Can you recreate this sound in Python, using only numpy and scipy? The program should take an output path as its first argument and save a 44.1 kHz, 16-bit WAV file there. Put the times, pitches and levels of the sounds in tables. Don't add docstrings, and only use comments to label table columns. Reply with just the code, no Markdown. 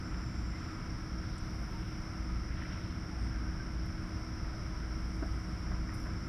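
import sys
import numpy as np
from scipy import signal
from scipy.fft import rfft, irfft
from scipy.io import wavfile

SR = 44100
rng = np.random.default_rng(int(sys.argv[2]) if len(sys.argv) > 2 else 0)


def inscribe(sig):
    pcm = np.round(np.clip(np.atleast_2d(sig).T, -1, 1) * 32767)
    wavfile.write(sys.argv[1], SR, pcm.astype(np.int16))


N = 277122
TIME_S, FREQ_HZ = np.arange(N) / SR, np.fft.rfftfreq(N, 1 / SR)


def amp(db):
    return 10 ** (np.asarray(db) / 20)


def unit(x):
    return x / np.sqrt(np.mean(abs(x) ** 2) + 1e-30)


def follow(rows):
    times_s, *columns = np.transpose(rows)
    return [np.interp(TIME_S, times_s, column) for column in columns]


def contour(points):
    hz, db = np.transpose(points)
    return np.interp(np.log(FREQ_HZ + 1), np.log(hz + 1), db, left=-np.inf, right=-np.inf)


def bell(offset, width):
    return .5 ** ((2 * offset / width) ** 2)


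def noise(density_db):
    return irfft(rfft(rng.standard_normal(N)) * amp(density_db), N) * np.sqrt(SR / 2)


def band(hz, width_oct):
    power = bell(np.log2((FREQ_HZ + 1) / hz), width_oct)
    return unit(irfft(rfft(rng.standard_normal(N)) * np.sqrt(power), N))


def waver(width_hz):
    size = 8192
    hz = np.fft.fftfreq(size, TIME_S[-1] / size)
    phasors = np.exp(2j * np.pi * rng.random(size))
    drift = np.fft.ifft(np.sqrt(bell(hz, width_hz)) * phasors)
    return unit(np.interp(TIME_S, np.linspace(0, TIME_S[-1], size), drift))


def sway(rms_db):
    return amp(rms_db * unit(waver(width_hz=5).real))


def tone(hz, scatter, width_hz):
    turns = np.cumsum(hz * np.ones(N)) / SR + rng.random()
    envelope = np.sqrt(1 - scatter) + np.sqrt(scatter) * waver(width_hz)
    return np.sqrt(2) * (envelope * np.exp(2j * np.pi * turns)).real


def arch(start_s, length_s):
    progress = np.clip((TIME_S - start_s) / length_s, 0, 1)
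    return np.sqrt(abs(np.sin(np.pi * progress)))


def blow(start_s, rise_s, t60_s):
    age_s = np.maximum(TIME_S - start_s, 0)
    return amp(-60 * age_s / t60_s) * (1 - np.exp(-age_s / rise_s))


def fan_throb(trim_db=-2.4):
    # (time [s], level before trim [dB])
    throb = [(0.0, -48.5), (0.44, -37), (0.77, -57), (0.91, -35.5), (1.15, -36.5), (1.45, -47),
             (1.64, -38.5), (1.94, -51), (2.55, -32), (2.6, -46), (3.06, -53), (3.15, -35.5), (3.62, -44),
             (3.99, -36.5), (4.18, -61), (4.23, -41.5), (6.14, -36.5), (6.28, -39)]
    throb_db, = follow(throb)
    return amp(throb_db + trim_db) * sway(rms_db=2) * tone(hz=57.3, scatter=0.034, width_hz=6.6)


def hum():
    # (frequency [Hz], level [dB], scatter [0-1], scatter width [Hz])
    tones = [(60.0, -54, .05, 2), (213, -63.5, .8, 6), (248, -58, .6, 6), (301.5, -64, .7, 4),
             (318.7, -53, .02, 3), (516.4, -72, .3, 2), (602.3, -71.5, .3, 3), (625.8, -71.5, .3, 3),
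             (678.7, -74.5, .6, 3), (688.4, -73.5, .4, 2), (719.8, -76.5, .3, 2), (731.4, -70.5, .3, 3),
             (986.4, -73, .7, 5), (993.6, -72.5, .6, 5), (1252.5, -66, .5, 5), (1329, -70.5, .8, 8),
             (1669, -74.5, .8, 6), (2114.5, -76.5, .4, 4), (4834, -80, .7, 10), (5531, -73.5, .6, 8),
             (5722, -74, .8, 16), (9351, -95, .4, 5), (9411, -97, .7, 8), (9830, -98, .4, 5)]
    mains = amp(-51) * tone(hz=180, scatter=0.05, width_hz=2.3)
    return mains + sum(amp(db) * tone(hz, scatter, width_hz) for hz, db, scatter, width_hz in tones)


def duct_rumble():
    # (frequency [Hz], density [dB/Hz])
    spectrum = [(8, -91), (20, -68), (34, -57.5), (48, -61.5), (58, -57.5), (72, -61.5), (92, -59.5),
                (115, -63), (140, -67), (178, -68.5), (215, -71.5), (275, -74.5), (345, -76.5),
                (440, -86.5), (700, -108)]
    return noise(contour(spectrum))


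def air_rush():
    # (frequency [Hz], density before lift [dB/Hz])
    spectrum = [(200, -101), (450, -87.5), (720, -85.5), (830, -88), (1050, -84.5), (1800, -88.5),
                (2300, -93), (2650, -96), (3200, -98), (4200, -103), (6700, -112.7), (8000, -112.5),
                (11000, -113.5), (12700, -119.5), (15500, -123)]
    # (centre [Hz], width [Hz], lift [dB])
    resonances = [(1329, 156, 5), (1503, 260, 4), (2163, 370, 5), (9000, 1000, 3.5), (10700, 1500, 0.8)]
    lift_db = sum(db * bell(FREQ_HZ - hz, width_hz) for hz, width_hz, db in resonances)
    return sway(rms_db=0.32) * noise(contour(spectrum) + lift_db)


def whine():
    # (frequency [Hz], density before swell [dB/Hz])
    spectrum = [(4100, -121), (4550, -103), (4850, -94), (5150, -87), (5380, -83.5), (5620, -89.5),
                (5850, -91.5), (6100, -102), (6450, -113), (7000, -131)]
    # (time [s], gain [dB])
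    swell = [(0, 0), (2.8, .1), (3.05, 0), (3.95, -0.8), (4.25, 1), (5, 0.1), (6.28, 0)]
    swell_db, = follow(swell)
    return amp(swell_db) * sway(rms_db=0.2) * noise(contour(spectrum))


def whistle():
    # (time [s], pitch [Hz], level [dB])
    path = [(0, 7350, -77), (.45, 7360, -74), (.75, 7350, -78), (1.05, 7330, -101), (1.3, 7300, -115),
            (4.8, 7000, -112), (5.3, 7100, -92), (5.75, 7210, -82), (6.28, 7290, -78)]
    hz, db = follow(path)
    return amp(db) * tone(hz, scatter=0.99, width_hz=160)


def rustles():
    # (start [s], length [s], centre [Hz], width [oct], level [dB])
    rubs = [(0.017, 0.27, 1310, 1, -54.5), (0.453, 0.48, 1410, 0.7, -57), (.52, 0.24, 2600, 1.1, -65),
            (1.2, 0.33, 3830, .5, -67.5), (1.2, 0.91, 10300, 0.74, -78), (1.678, 0.33, 2690, 0.67, -64),
            (2.498, 0.52, 2980, 0.66, -63.5), (2.48, 0.32, 1660, 0.76, -54.5), (3.2, .48, 1400, 0.73, -58),
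            (4.9, 0.78, 8950, .6, -76), (5.866, .09, 1340, .9, -53), (5.913, 0.17, 10200, 0.52, -73)]
    out = np.zeros(N)
    for start_s, length_s, hz, width_oct, db in rubs:
        friction = band(hz, width_oct)
        grain_db = 4.1 * waver(width_hz=170).real
        out += amp(db) * arch(start_s, length_s) * unit(friction * amp(grain_db))
    return out


def squeaks():
    # (start [s], length [s], start pitch [Hz], end pitch [Hz], level [dB])
    calls = [(0.529, 0.062, 2000, 2150, -56), (1.662, 0.15, 915, 930, -58.5), (3.091, .12, 900, 747, -61),
             (3.172, 0.12, 8650, 8700, -74), (3.222, 0.059, 2100, 1950, -57),
             (3.277, 0.32, 1590, 1506, -59), (3.553, 0.11, 1580, 1553, -53)]
    out = np.zeros(N)
    for start_s, length_s, start_hz, end_hz, db in calls:
        glide_hz = np.interp(TIME_S, [start_s, start_s + length_s], [start_hz, end_hz])
        out += amp(db) * arch(start_s, length_s) * tone(glide_hz, scatter=0.73, width_hz=0.04 * start_hz)
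    return out


def hoof_ticks(rise_s=0.0028):
    # (start [s], centre [Hz], width [oct], level [dB], t60 [s])
    clicks = [(1.379, 8400, .35, -51, 0.038), (3.857, 10500, .45, -62, 0.06),
              (5.938, 9800, .42, -55.5, 0.094)]
    return sum(amp(db) * blow(start_s, rise_s, t60_s) * band(hz, width_oct)
               for start_s, hz, width_oct, db, t60_s in clicks)


def pen_knocks(rise_s=0.0039):
    # (start [s], base level [dB], tilt [dB/oct], t60 [s])
    bumps = [(5.222, -38.5, -0.2, 0.14), (5.712, -45, 3.5, 0.079), (6.054, -49, 5, 0.15)]
    # (centre [Hz], width [oct], gain [dB])
    modes = [(303, 0.53, 2.5), (655, 0.31, -3.5), (1380, 0.65, -5)]
    lowest_hz = modes[0][0]
    out = np.zeros(N)
    for start_s, base_db, tilt_db_per_oct, t60_s in bumps:
        for hz, width_oct, mode_db in modes:
            db = base_db + mode_db + tilt_db_per_oct * np.log2(hz / lowest_hz)
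            out += amp(db) * blow(start_s, rise_s, t60_s) * band(hz, width_oct)
    return out


def scene():
    background = fan_throb() + hum() + duct_rumble() + air_rush() + whine() + whistle()
    piglets = rustles() + squeaks() + hoof_ticks() + pen_knocks()
    return (background + piglets)[None]


def record(dry):
    cutoff_hz = 15300
    lowpass = signal.firwin(1023, cutoff_hz, window=("kaiser", 9), fs=SR)
    return signal.oaconvolve(dry, lowpass[None], "same")


dry = scene()
out = record(dry)
inscribe(out)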